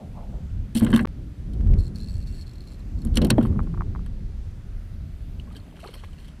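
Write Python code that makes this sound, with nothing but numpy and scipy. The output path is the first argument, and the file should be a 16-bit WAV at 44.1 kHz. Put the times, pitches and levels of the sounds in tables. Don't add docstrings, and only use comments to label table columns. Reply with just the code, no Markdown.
import sys
import numpy as np
from scipy import signal
from scipy.io import wavfile

SR = 44100
rng = np.random.default_rng(int(sys.argv[2]) if len(sys.argv) > 2 else 0)


def store_pcm(level_fs):
    pcm = np.round(np.clip(level_fs, -1, 1) * 32767).astype(np.int16)
    wavfile.write(sys.argv[1], SR, np.atleast_2d(pcm).T)


def magnitude_from_level(level_db):
    exponent = np.asarray(level_db, float) / 20
    return 10 ** exponent


N = 282240

AIR_DB, SIDE_HISS_DB = -58.5, -75.5
# pitch in Hz, relative level in dB per Hz.
AIR_COLOUR = [(410, -1), (700, -2.5), (971, -14), (1170, 1), (1360, -8), (2630, -11.5), (8100, -21),
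              (9600, -23.5), (13900, -26), (15200, -24), (16000, -46)]

# time in seconds, rumble in dB, extra flutter in dB.
GUSTS = [(0.0, -36.5, 7), (0.5, -29.5, -6), (0.6, -19.5, -12.5), (0.71, -34.5, 1.5), (0.94, -24, 16.5),
         (0.98, -24, -5), (1.41, -28.5, 1), (1.75, -8.5, -8), (1.85, -24, -2), (2.03, -24, -2),
         (2.05, -26.5, -3), (2.78, -31.5, -4.5), (3.14, -18, -5), (3.28, -18.5, 9), (3.46, -29, 17.5),
         (3.49, -20.5, 8.5), (3.72, -24, -0.5), (3.9, -23, -2.5), (4.35, -30, -6), (5.4, -30, -3.5),
         (5.65, -39.5, 3), (6.38, -34.5, -2.5), (6.4, -41.5, 14)]
# pitch in Hz, relative level in dB per Hz.
RUMBLE_COLOUR = [(20, 5.5), (35, 0.5), (60, -1), (95, -3.5), (130, -7), (198, -11.5), (260, -18.5),
                 (375, -24.5), (600, -50), (900, -74)]
LUMP_DB, LUMPS_PER_S, FLUTTER_SHARE = -0.5, 61, 0.96

# time in seconds, level in dB, starting centre in Hz.
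SLOP = [(0.0, -43.5, 630), (.178, -42, 792), (0.343, -44.5, 600)]
SLOP_RISE_S, SLOP_FADE_S, SLOP_SINK_OCT_PER_S, SLOP_HALF_WIDTH_HZ = 0.038, 0.54, 3, 183

# start in seconds, level in dB, rise in ms, hint of pitch in Hz.
CLICKS = [(1.074, -23.5, 0.087, 300), (1.6097, -31.5, 0.1, 500), (1.6731, -31.5, .06, 900),
          (1.7378, -29.5, 0.29, 2250), (1.7397, -30.5, 0.075, 4480)]

# start in seconds, length in seconds, level in dB, ticks per second.
TURNS = [(1.786, 0.096, -53.5, 110), (1.958, 0.274, -53, 90), (2.27, 0.1635, -55, 140),
         (2.47, 0.135, -56.5, 45), (2.618, 0.046, -59.5, 80), (2.674, 0.076, -55, 90),
         (2.794, 0.011, -58, 90), (2.986, 0.0058, -59, 60), (3.018, 0.009, -59, 60)]
TURN_EDGE_S, TURN_GROWTH_DB_PER_S = 0.02, 2
# pitch in Hz, width in Hz before narrowing, relative level in dB.
REEL_MODES = [(1740, 39, -2.5), (2700, 23, 0), (4300, 117, 8.5), (5350, 82, -5), (7100, 110, -8.5),
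              (7680, 74, -2), (9000, 190, -11), (10400, 250, -12), (13400, 240, -15)]
# time in seconds, shift in widest steps (held to -1..1).
REEL_PITCH = [(1.78, 0.068), (1.88, -0.39), (1.96, 0.25), (2.01, -0.74), (2.1, 0.49), (2.3, 0.65),
              (2.42, 0.092), (2.49, -.5), (2.54, 0.52), (2.65, -0.57), (2.7, -0.12), (2.8, -1.3), (2.98, 0)]
REEL_WIDEST_STEP, REEL_WAVERS_PER_S = 0.03, 12
TICK_SPREAD_DB, SCRATCH_S = 2.0, 0.0022
REEL_RUB = 0.08
REEL_SPAN = slice(int(1.7 * SR), int(3.1 * SR))

# time in seconds, spray in dB, gurgle in dB, fade in seconds.
SPLASHES = [(5.4, -60, -71.5, 0.081), (5.475, -77, -54.5, 1.3), (5.528, -58, -62, 0.055),
            (5.552, -62, -53, .06), (5.567, -50, -62, 0.066), (5.62, -75, -67, 0.44),
            (5.665, -71, -58.5, 0.3), (5.768, -59, -49, 0.1), (5.799, -56, -65, 1.4),
            (5.839, -70, -45, 0.34), (5.88, -54, -66, 0.19), (5.938, -53.5, -49.5, 0.32),
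            (6.039, -57, -43, 0.092), (6.08, -76, -78, 7.1), (6.13, -66, -55, 0.23),
            (6.187, -59, -58, 0.36), (6.248, -55.5, -68, .08), (6.283, -56.5, -56, 0.12)]
# start in seconds, level in dB, first pitch in Hz, rise in octaves per second,
# fade in seconds.
BUBBLES = [(5.398, -25.5, 2890, 6.2, 0.0085), (5.475, -46, 1064, 5.4, 0.071),
           (5.511, -45, 1210, 4.9, 0.053), (5.556, -46, 1610, 4.6, 0.05), (5.557, -36.5, 3100, 3, 0.02),
           (5.556, -39, 425, 5, 0.043), (5.725, -44.5, 900, 6, .03), (5.6, -42.5, 4250, 2.4, 0.017),
           (5.71, -49, 3100, 2.6, 0.026), (5.74, -41.5, 610, 6.6, 0.057), (5.766, -51, 1530, 6, .02),
           (5.791, -37, 1350, 5, 0.015), (5.831, -35, 607, 18, 0.16), (5.857, -38, 2510, 3, .015),
           (5.887, -41, 2130, 3, 0.024), (5.965, -42.5, 4300, 3, .012), (5.954, -42.5, 1040, 4.6, 0.039),
           (5.55, -39, 4000, 3, 0.011), (5.565, -38, 4530, 3, .02), (5.848, -30, 1215, 3.9, 0.025),
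           (5.858, -29.5, 392, 7.7, 0.041), (5.874, -25.5, 4300, 3, 0.0072), (5.89, -27.5, 456, 3.1, 0.023),
           (5.938, -33, 3150, 1.8, 0.022), (6.038, -34, 900, 9, 0.012), (6.04, -44, 1640, 3.6, 0.049),
           (6.087, -44.5, 1230, 5, 0.028), (6.335, -48, 1400, 4, .03), (6.18, -44, 2700, 3.6, 0.019),
           (6.288, -34, 3130, 5.8, 0.0071)]
SPLASH_RISE_S, SPLASH_FROM = 0.016, int(5.3 * SR)

# pitch in Hz, width in Hz before widening,
# relative level in dB.
HOUSING = [(1020, 92, 20.5), (1640, 126, 20.5), (2130, 160, 13.5), (2700, 200, 14.5), (3150, 127, 18.5),
           (3830, 96, 15), (4300, 92, 16.5), (5670, 250, 10), (8000, 790, 8), (9310, 45, 15),
           (9300, 460, -3), (11500, 1560, 8.5), (12600, 509, -9)]
COLOUR_WANDER_DB, WANDERS_PER_S = 2.0, 30.0

# start in seconds, tap in dB, bounce against the tap in dB,
# bounce delay in ms.
TAPS = [(1.049, -15.5, -28, 10.5), (3.452, -20.5, -3, 5), (3.496, -44, -12, 5), (3.527, -38, -15, 10.5),
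        (3.554, -42, 7, 6.5), (3.592, -16, -9, 10.4), (3.671, -37, 2, 3.2), (3.74, -31, 2, 5.4),
        (3.775, -28.5, -3, 4.7), (3.808, -16, -6, 11), (3.95, -26, 0.5, 9.2), (3.992, -35.5, -19, 5.4)]
# pitch in Hz before the tap shifts it, level in dB, fade in seconds.
TAP_MODES = [(850, -11, 0.0029), (1175, -1, 0.0098), (1520, -10.5, 0.0045), (1880, -15, 0.002),
             (2250, -12, 0.0075)]
TAP_CLICK_DB = -13
TAP_PITCH_SPREAD = 0.05
BOUNCE_PITCH = 0.88

# start in seconds, level in dB, pitch in Hz,
# fade in seconds.
PINGS = [(.7715, -39, 3900, .008), (0.9627, -15, 3660, .008), (0.963, -26, 8400, .006),
         (.942, -28, 1300, .012), (.993, -29, 1600, 0.013), (3.17, -26.5, 1900, 0.017),
         (3.173, -11, 3100, 0.0068), (3.186, -28.5, 1110, 0.026), (3.217, -23.5, 4000, 0.012),
         (3.228, -23, 480, 0.05), (3.24, -9.5, 381, 0.12), (3.248, -26, 8060, .006),
         (3.302, -19, 1480, 0.022), (3.304, -9, 8420, 0.009), (3.315, -30, 1700, .012),
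         (3.328, -30, 890, 0.016), (3.3815, -6, 270, 0.066), (3.381, -16, 630, .04),
         (3.382, -24, 850, 0.037), (3.411, -32, 1440, .015)]
PING_CONTACT_S = 0.0015

# peak time in seconds, low, middle and high part in dB,
# fade of the middle part in seconds.
SLAPS = [(.751, -65, -39, -32, 0.027), (.7545, -55, -31, -37, 0.028), (.7635, -58, -36, -33, 0.017),
         (.7715, -65, -30, -33, 0.028), (.778, -65, -35, -49, 0.027), (.785, -61, -51, -42, .02),
         (.793, -45, -54, -39, 0.03), (.808, -37.5, -48, -63, 0.048), (.812, -50, -48, -45, .012),
         (.823, -39, -57, -53, 0.068), (.8474, -38, -38, -31.5, 0.029), (.866, -29.5, -44, -67, 0.044),
         (.880, -50, -54, -60, 0.027), (.904, -36.5, -49, -42, 0.033), (.9194, -49, -57, -45, 0.018),
         (.930, -22, -47, -48, 0.03), (.935, -28, -51, -51, 0.023), (.940, -22, -48, -35, 0.032),
         (.9488, -45, -31, -40, 0.02), (.9625, -26, -31, -29.5, 0.023), (.975, -26.5, -44, -36.5, 0.034),
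         (.992, -23.5, -59, -64, 0.043), (1.003, -46, -60, -55, 0.042), (1.0275, -63, -68, -48, 0.021),
         (1.535, -71, -54, -57, 0.05), (1.718, -70, -52, -54, 0.013), (3.0504, -49.5, -74, -38, 0.021),
         (3.0713, -56, -53, -56, 0.027), (3.143, -57, -48, -48.5, 0.045), (3.164, -43, -39, -47, 0.043),
         (3.172, -37.5, -17.5, -26.5, 0.02), (3.182, -30, -65, -77, 0.02),
         (3.218, -44, -33.5, -43.5, 0.063), (3.2484, -62, -29, -32, 0.035), (3.270, -57.5, -46, -40, 0.017),
         (3.285, -51.5, -67, -72, 0.01), (3.3018, -49, -39, -39, .02), (3.3045, -32, -12, -18.5, 0.023),
         (3.314, -31, -50, -57, 0.024), (3.3274, -38.5, -60, -69, 0.014), (3.3822, -31.5, -64, -49, 0.028),
         (3.413, -40.5, -67, -65, 0.042), (3.428, -52, -52, -50.5, 0.1), (3.46, -60, -57, -55.5, 0.037),
         (3.6325, -70, -54, -60, 0.036), (4.0625, -45.5, -62, -53, 0.032)]
# start in seconds, length in seconds, typical low, middle
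# and high part in dB.
FLURRIES = [(0.764, .04, -62, -49, -44.5), (0.805, 0.24, -57, -68, -55), (3.156, 0.027, -56, -50, -43),
            (3.177, 0.096, -53, -83, -71), (3.309, 0.036, -48, -72.5, -79),
            (3.376, .1, -55.5, -77.5, -63.5)]
FLURRY_PER_S, FLURRY_SPREAD_DB, FLURRY_FADE_S = 220, 6.0, 0.017
# time in seconds, side against the high
# part in dB.
SIDEWAYS = [(.7545, 4), (.7715, -17), (.8474, -14), (.9625, -4), (3.172, 9)]
GRIT_DB = 2.8
LEAD_IN_DB, LEAD_IN_DB_PER_S = -26, 3000

# time in seconds, strength in dB, contact in ms,
# tilt towards the higher modes in dB per octave.
KNOCKS = [(0.754, -9.5, 3.35, 5), (0.767, -24, 1.66, 1.5), (0.819, -1, 3.6, -2.5), (0.826, -19, 2.56, 11),
          (0.851, -23.5, 0.5, 1), (0.887, -15.5, 2.1, -9), (0.931, -8, 2.97, -5), (0.939, -3.5, 2.9, 0),
          (1.001, -15, 0.98, -7), (1.019, -8, 4.9, 4), (1.0554, -8, 1.06, 4.5), (3.056, -19, 2.9, -6),
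          (3.171, -12.5, 1.54, 3.5), (3.217, -11, 1.85, 4.5), (3.245, -9.5, 1.9, 0), (3.256, -17, 2.08, 6),
          (3.307, -15.5, 0.29, 2), (3.36, -26, 3.5, 2), (3.383, -7.5, 0.58, 1.5), (3.434, -22, 3.1, 1),
          (3.492, -20, 4.9, -10), (3.55, -19, 3, -17), (3.594, -25, 1.6, 0)]
# pitch in Hz, level in dB, fade in seconds.
HULL = [(66, -23, 0.084), (105.5, -12, 0.091), (132, -16, 0.22), (198, -2, 0.04), (205.8, 2, 0.12),
        (231.1, 1, 0.18), (291.5, -1.5, 0.11), (299, 4.5, 0.025), (377.2, -22, 0.51), (423, -24, 0.091),
        (505, -15.5, 0.2), (593, -18.5, 0.16), (794, -14, 0.034), (915, -12, 0.023)]
TILT_PIVOT_HZ = 220

STOP_S, CUT_S, GAP_S, FADE_IN_S = 1.0553, 0.00012, 0.011, 0.014


def rms_one(x):
    return x / np.sqrt(np.mean(x ** 2) + 1e-20)


def band(x, low_hz, high_hz):
    return signal.sosfilt(signal.butter(2, [low_hz, high_hz], "band", fs=SR, output="sos"), x)


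def drift(rate):
    r = np.exp(-80 * np.pi * rate / SR)
    slow = signal.lfilter([1], [1, -2 * r, r * r], rng.standard_normal(N // 40 + 2002))[2000:]
    return np.interp(np.arange(N) / 40, np.arange(len(slow)), rms_one(slow))


def swell(s, rise_s, fade_s):
    t = np.arange(N) / SR - s
    return magnitude_from_level(np.where(t < 0, 20 * t / rise_s, -60 * t / fade_s))


def ring(hits, hz, fade_s):
    r, w = magnitude_from_level(-60 / (fade_s * SR)), 2 * np.pi * hz / SR
    return signal.lfilter([0, np.sin(w)], [1, -2 * r * np.cos(w), r * r], hits + 1e-18)


def resonance(x, hz, width_hz, level_db):
    r = np.exp(-np.pi * width_hz / SR)
    peak = signal.lfilter([1, 0, -1], [1, -2 * r * np.cos(2 * np.pi * hz / SR), r * r], x + 1e-18)
    return magnitude_from_level(level_db) * (1 - r * r) / 2 * peak


def coloured(spectrum, patchy_db, patch_rate):
    hz, level = np.transpose(spectrum)
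    top = min(hz[-1], 14600)
    edges = top / 2 ** np.arange(0, np.log2(top / hz[0]), 0.4)[::-1]
    white, together = rng.standard_normal((2, N)), drift(patch_rate / 3)
    centres = np.sqrt(edges[1:] * edges[:-1])
    bands = []
    for k, centre in enumerate(centres):
        level_db = np.interp(np.log(centre), np.log(hz), level)
        flicker_db = patchy_db * (together + 2.5 * drift(patch_rate))
        bands.append(band(white[k % 2], edges[k], edges[k + 1]) * magnitude_from_level(level_db + flicker_db))
    bands = np.array(bands)
    return centres, bands / np.std(bands.sum(axis=0))


def housed(grit):
    heard = magnitude_from_level(4.5) * grit
    for k, (hz, width, level_db) in enumerate(HOUSING):
        driven = grit * magnitude_from_level(COLOUR_WANDER_DB * drift(WANDERS_PER_S)[:len(grit)] + 10.5)
        heard = heard + (-1) ** k * resonance(driven, hz, width * 1.8, level_db)
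    parts = ((700, 2500, 1), (2500, 5700, -1), (7200, 16000, 1))
    return np.array([sign * rms_one(band(heard, low_hz, high_hz)) for low_hz, high_hz, sign in parts])


def distant_air():
    return magnitude_from_level(AIR_DB) * coloured(AIR_COLOUR, patchy_db=0.5, patch_rate=1.5)[1].sum(axis=0)


def side_hiss():
    return magnitude_from_level(SIDE_HISS_DB) * rms_one(band(rng.standard_normal(N), 690, 7700))


def wind():
    s, rumble_db, flutter_db = np.transpose(GUSTS)
    t = np.arange(N) / SR
    rumble_db, flutter_db = np.interp(t, s, rumble_db), np.interp(t, s, flutter_db)
    centres, bands = coloured(RUMBLE_COLOUR, patchy_db=1.06, patch_rate=2.76)
    reach = np.clip(np.log2(centres / 80) / 0.75, 0, 1)[:, None]
    lumps_db = LUMP_DB * drift(LUMPS_PER_S) * (1 - reach * (1 - FLUTTER_SHARE))
    return magnitude_from_level(rumble_db) * np.sum(bands * magnitude_from_level(reach * flutter_db + lumps_db), axis=0)


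def slop():
    out, t = 0, np.arange(N) / SR
    lowpass = signal.butter(2, SLOP_HALF_WIDTH_HZ, fs=SR, output="sos")
    for s, level_db, hz in SLOP:
        wobble = signal.sosfilt(lowpass, rng.standard_normal((2, N)))
        pitch = hz * 2 ** (-SLOP_SINK_OCT_PER_S * np.clip(t - s, 0, 1))
        phase = 2 * np.pi * np.cumsum(pitch) / SR
        puff = rms_one(wobble[0] * np.cos(phase) + wobble[1] * np.sin(phase))
        out = out + magnitude_from_level(level_db) * swell(s, SLOP_RISE_S, SLOP_FADE_S) * puff
    return out


def clicks():
    out, t = np.zeros(N), np.arange(int(0.005 * SR)) / SR
    for s, peak_db, rise_ms, hz in CLICKS:
        u = 1000 * t / rise_ms
        pulse = u * np.exp(1 - u) * np.cos(2 * np.pi * hz * t)
        out[int(s * SR):int(s * SR) + len(t)] += magnitude_from_level(peak_db) * pulse
    return out


def turning():
    t, gain = np.arange(N) / SR, 0
    for start, length, level_db, _ in TURNS:
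        edge = np.clip(np.minimum(t - start, start + length - t) / TURN_EDGE_S + 1, 0, 1)
        gain = gain + edge ** 2 * magnitude_from_level(level_db + TURN_GROWTH_DB_PER_S * np.clip(t - start, 0, length))
    starts, rates = np.transpose(TURNS)[[0, 3]]
    return gain, rates[np.clip(np.searchsorted(starts, t) - 1, 0, None)]


def reel():
    gain, ticks_per_s = turning()
    teeth = np.cumsum(ticks_per_s * magnitude_from_level(2.0 * drift(25.0)) / SR)
    ticks = np.diff(np.floor(teeth), prepend=0)
    ticks[(np.transpose(TURNS)[0] * SR).astype(int)] = 1
    ticks = ticks * magnitude_from_level(TICK_SPREAD_DB * rng.standard_normal(N))
    scratch = signal.lfilter([1], [1, -np.exp(-1 / (SCRATCH_S * SR))], ticks) + REEL_RUB
    scratch = (scratch * rng.standard_normal(N))[REEL_SPAN]
    waver = np.interp(np.arange(N) / SR, *np.transpose(REEL_PITCH)) + 0.13 * drift(REEL_WAVERS_PER_S)
    waver = np.clip(waver[REEL_SPAN], -1, 1)
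    body = 0
    for hz, width, level_db in REEL_MODES:
        driven = scratch * magnitude_from_level(2.0 * drift(11.4)[REEL_SPAN])
        for shift in (-1, -0.5, 0, 0.5, 1):
            share = np.sqrt(np.clip(1 - 2 * np.abs(waver - shift), 0, 1))
            body = body + resonance(driven * share, hz * (1 + REEL_WIDEST_STEP * shift), width * 0.9, level_db)
    out = np.zeros(N)
    out[REEL_SPAN] = rms_one(body) + magnitude_from_level(-13.0) * rms_one(band(scratch, 1600, 9300))
    return out * gain


def droplets(length):
    born = (rng.random(length) < 240 / SR) * magnitude_from_level(2.0 * np.minimum(rng.exponential(1, length), 3))
    pitches, dealt = np.geomspace(400, 3400, 20), rng.integers(0, 20, length)
    return rms_one(sum(ring(born * (dealt == k), hz, 13.0 / hz) for k, hz in enumerate(pitches)))


def bubbles():
    out, t = np.zeros(N), np.arange(int(0.1 * SR)) / SR
    for s, level_db, hz, rise, fade_s in BUBBLES:
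        phase = 2 * np.pi * np.cumsum(hz * 2 ** (rise * t)) / SR
        bubble = magnitude_from_level(level_db - 60 * t / fade_s) * np.minimum(t / 0.0013, 1) * np.sin(phase)
        at = int(s * SR)
        out[at:at + len(t)] += bubble[:N - at]
    return out


def splash():
    out, length, power = np.zeros(N), N - SPLASH_FROM, 0
    for s, spray_db, gurgle_db, fade_s in SPLASHES:
        levels = magnitude_from_level([[spray_db], [gurgle_db]])
        power = power + (levels * swell(s, SPLASH_RISE_S, fade_s)) ** 2
    spray, gurgle = np.sqrt(power)[:, SPLASH_FROM:]
    clumps = magnitude_from_level(3.3 * drift(48.0)[:length])
    drops = (rng.random(length) < 1600 * clumps / SR) * rng.standard_normal(length)
    low, middle, high = housed(drops + 0.08 * rng.standard_normal(length))
    high_gain = magnitude_from_level(-6.0 + 0.76 * drift(32.0)[:length])
    crackle = magnitude_from_level(-5.0) * low + magnitude_from_level(2.0) * middle + high_gain * high
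    out[SPLASH_FROM:] = spray * crackle + gurgle * droplets(length)
    return out + bubbles()


def taps():
    out, length, soft = np.zeros(N), int(0.04 * SR), np.hanning(16) / 7
    for s, peak_db, bounce_db, delay_ms in TAPS:
        place = 1 + TAP_PITCH_SPREAD * rng.uniform(-0.18, 1)
        tap = (s, magnitude_from_level(peak_db), 1)
        bounce = (s + delay_ms / 1000, -magnitude_from_level(peak_db + bounce_db), BOUNCE_PITCH)
        for start, gain, pitch in (tap, bounce):
            click = gain * np.pad(soft, (0, length - len(soft)))
            rings = sum(magnitude_from_level(level_db) * ring(click, hz * pitch * place, fade_s)
                        for hz, level_db, fade_s in TAP_MODES)
            at = int(start * SR)
            out[at:at + length] += magnitude_from_level(TAP_CLICK_DB) * click + rings
    return band(band(out, 760, 2350), 400, 1940)


def pings():
    out, length = np.zeros(N), int(0.1 * SR)
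    for (s, level_db, hz, fade_s), u in zip(PINGS, rng.random((len(PINGS), 3))):
        touches = np.zeros(length)
        touches[0] = 1
        touches[1 + (u[:2] * PING_CONTACT_S * SR).astype(int)] = u[2], -0.5
        ping = band(ring(touches, hz, fade_s), hz / 3, hz * 2)
        out[int(s * SR):int(s * SR) + length] += magnitude_from_level(level_db) * ping
    return out


def slaps():
    grit = rng.standard_normal((2, N)) * magnitude_from_level(GRIT_DB * np.minimum(rng.exponential(1, (2, N)), 5))
    rows, chance = list(SLAPS), rng.random((len(FLURRIES), FLURRY_PER_S, 4))
    for (start, length, *parts_db), draws in zip(FLURRIES, chance):
        for u in draws[draws[:, 0] < length]:
            small_db = parts_db + FLURRY_SPREAD_DB * (2 * u[1:] - 1)
            rows.append((start + u[0], *small_db, FLURRY_FADE_S))
    envelope, t = np.zeros((4, N)), np.arange(-0.03, 0.2, 1 / SR)
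    lasting = np.array([[1.3], [1.0], [0.7], [0.7]])
    lead = magnitude_from_level(10000 * t) + magnitude_from_level(LEAD_IN_DB + LEAD_IN_DB_PER_S * t)
    for s, *parts_db, fade_s in rows:
        at = int((s + t[0]) * SR)
        side_db = max([level for when, level in SIDEWAYS if abs(when - s) < 0.0025], default=-40)
        shape = np.where(t < 0, lead, magnitude_from_level(-60 * t / (fade_s * lasting)))
        levels = magnitude_from_level(parts_db + [parts_db[2] + side_db])
        envelope[:, at:at + len(t)] += levels[:, None] * shape
    parts = housed(grit[0])
    unalike = 1.04 * band(grit[1], 6500, 12200) - 0.22 * parts[2] - 0.6 * band(parts[2], 11000, 16500)
    return np.sum(envelope[:3] * parts, axis=0), envelope[3] * unalike


def thuds():
    hits = np.zeros(N)
    for s, peak_db, contact_ms, _ in KNOCKS:
        hits[int((s - 0.002) * SR)] = magnitude_from_level(peak_db - 9.0 - 5.4 * contact_ms)
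    dying = signal.lfilter([1], [1, -magnitude_from_level(-60 / (0.12 * SR))], hits)
    return band(dying * rms_one(band(rng.standard_normal(N), 210, 720)), 230, 1100)


def knocks():
    out, strength = np.zeros(N), magnitude_from_level(0.5 * rng.standard_normal((len(KNOCKS), len(HULL))))
    for m, (hz, level_db, fade_s) in enumerate(HULL):
        force = np.zeros(N)
        for e, (s, peak_db, contact_ms, tilt_db) in enumerate(KNOCKS):
            push = np.hanning(int(np.clip(contact_ms, 0.2, 8) * SR / 1000) + 3)
            gain = magnitude_from_level(peak_db + level_db + tilt_db * np.log2(hz / TILT_PIVOT_HZ)) * strength[e, m]
            at = int((s - 0.002) * SR)
            force[at:at + len(push)] += push / push.sum() * gain
        out += (-1) ** m * ring(force, hz, fade_s)
    return out


def scene():
    slap, slap_side = slaps()
    hull = knocks() + thuds() + slap + pings() + taps()
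    since = np.arange(N) / SR - STOP_S
    hull = hull * ((since < 0) | (since > 0.4))
    mid = distant_air() + wind() + slop() + clicks() + reel() + splash() + hull
    side = side_hiss() + slap_side
    return np.array([mid + side, mid - side])


def top_cut(x):
    return signal.sosfilt(signal.butter(12, 15830, fs=SR, output="sos"), x)


def record(dry):
    since = np.arange(N) / SR - STOP_S
    before = np.clip(-since / CUT_S, 0, 1)
    after = np.clip((since - GAP_S) / FADE_IN_S, 0.001, 1)
    rounded = 0.66 * np.tanh(dry * np.where(since < 0, before, after) / 0.88)
    finished = signal.sosfilt(signal.butter(6, 15000, fs=SR, output="sos"), rounded)
    return top_cut(finished)


dry = scene()
out = record(dry)
store_pcm(out)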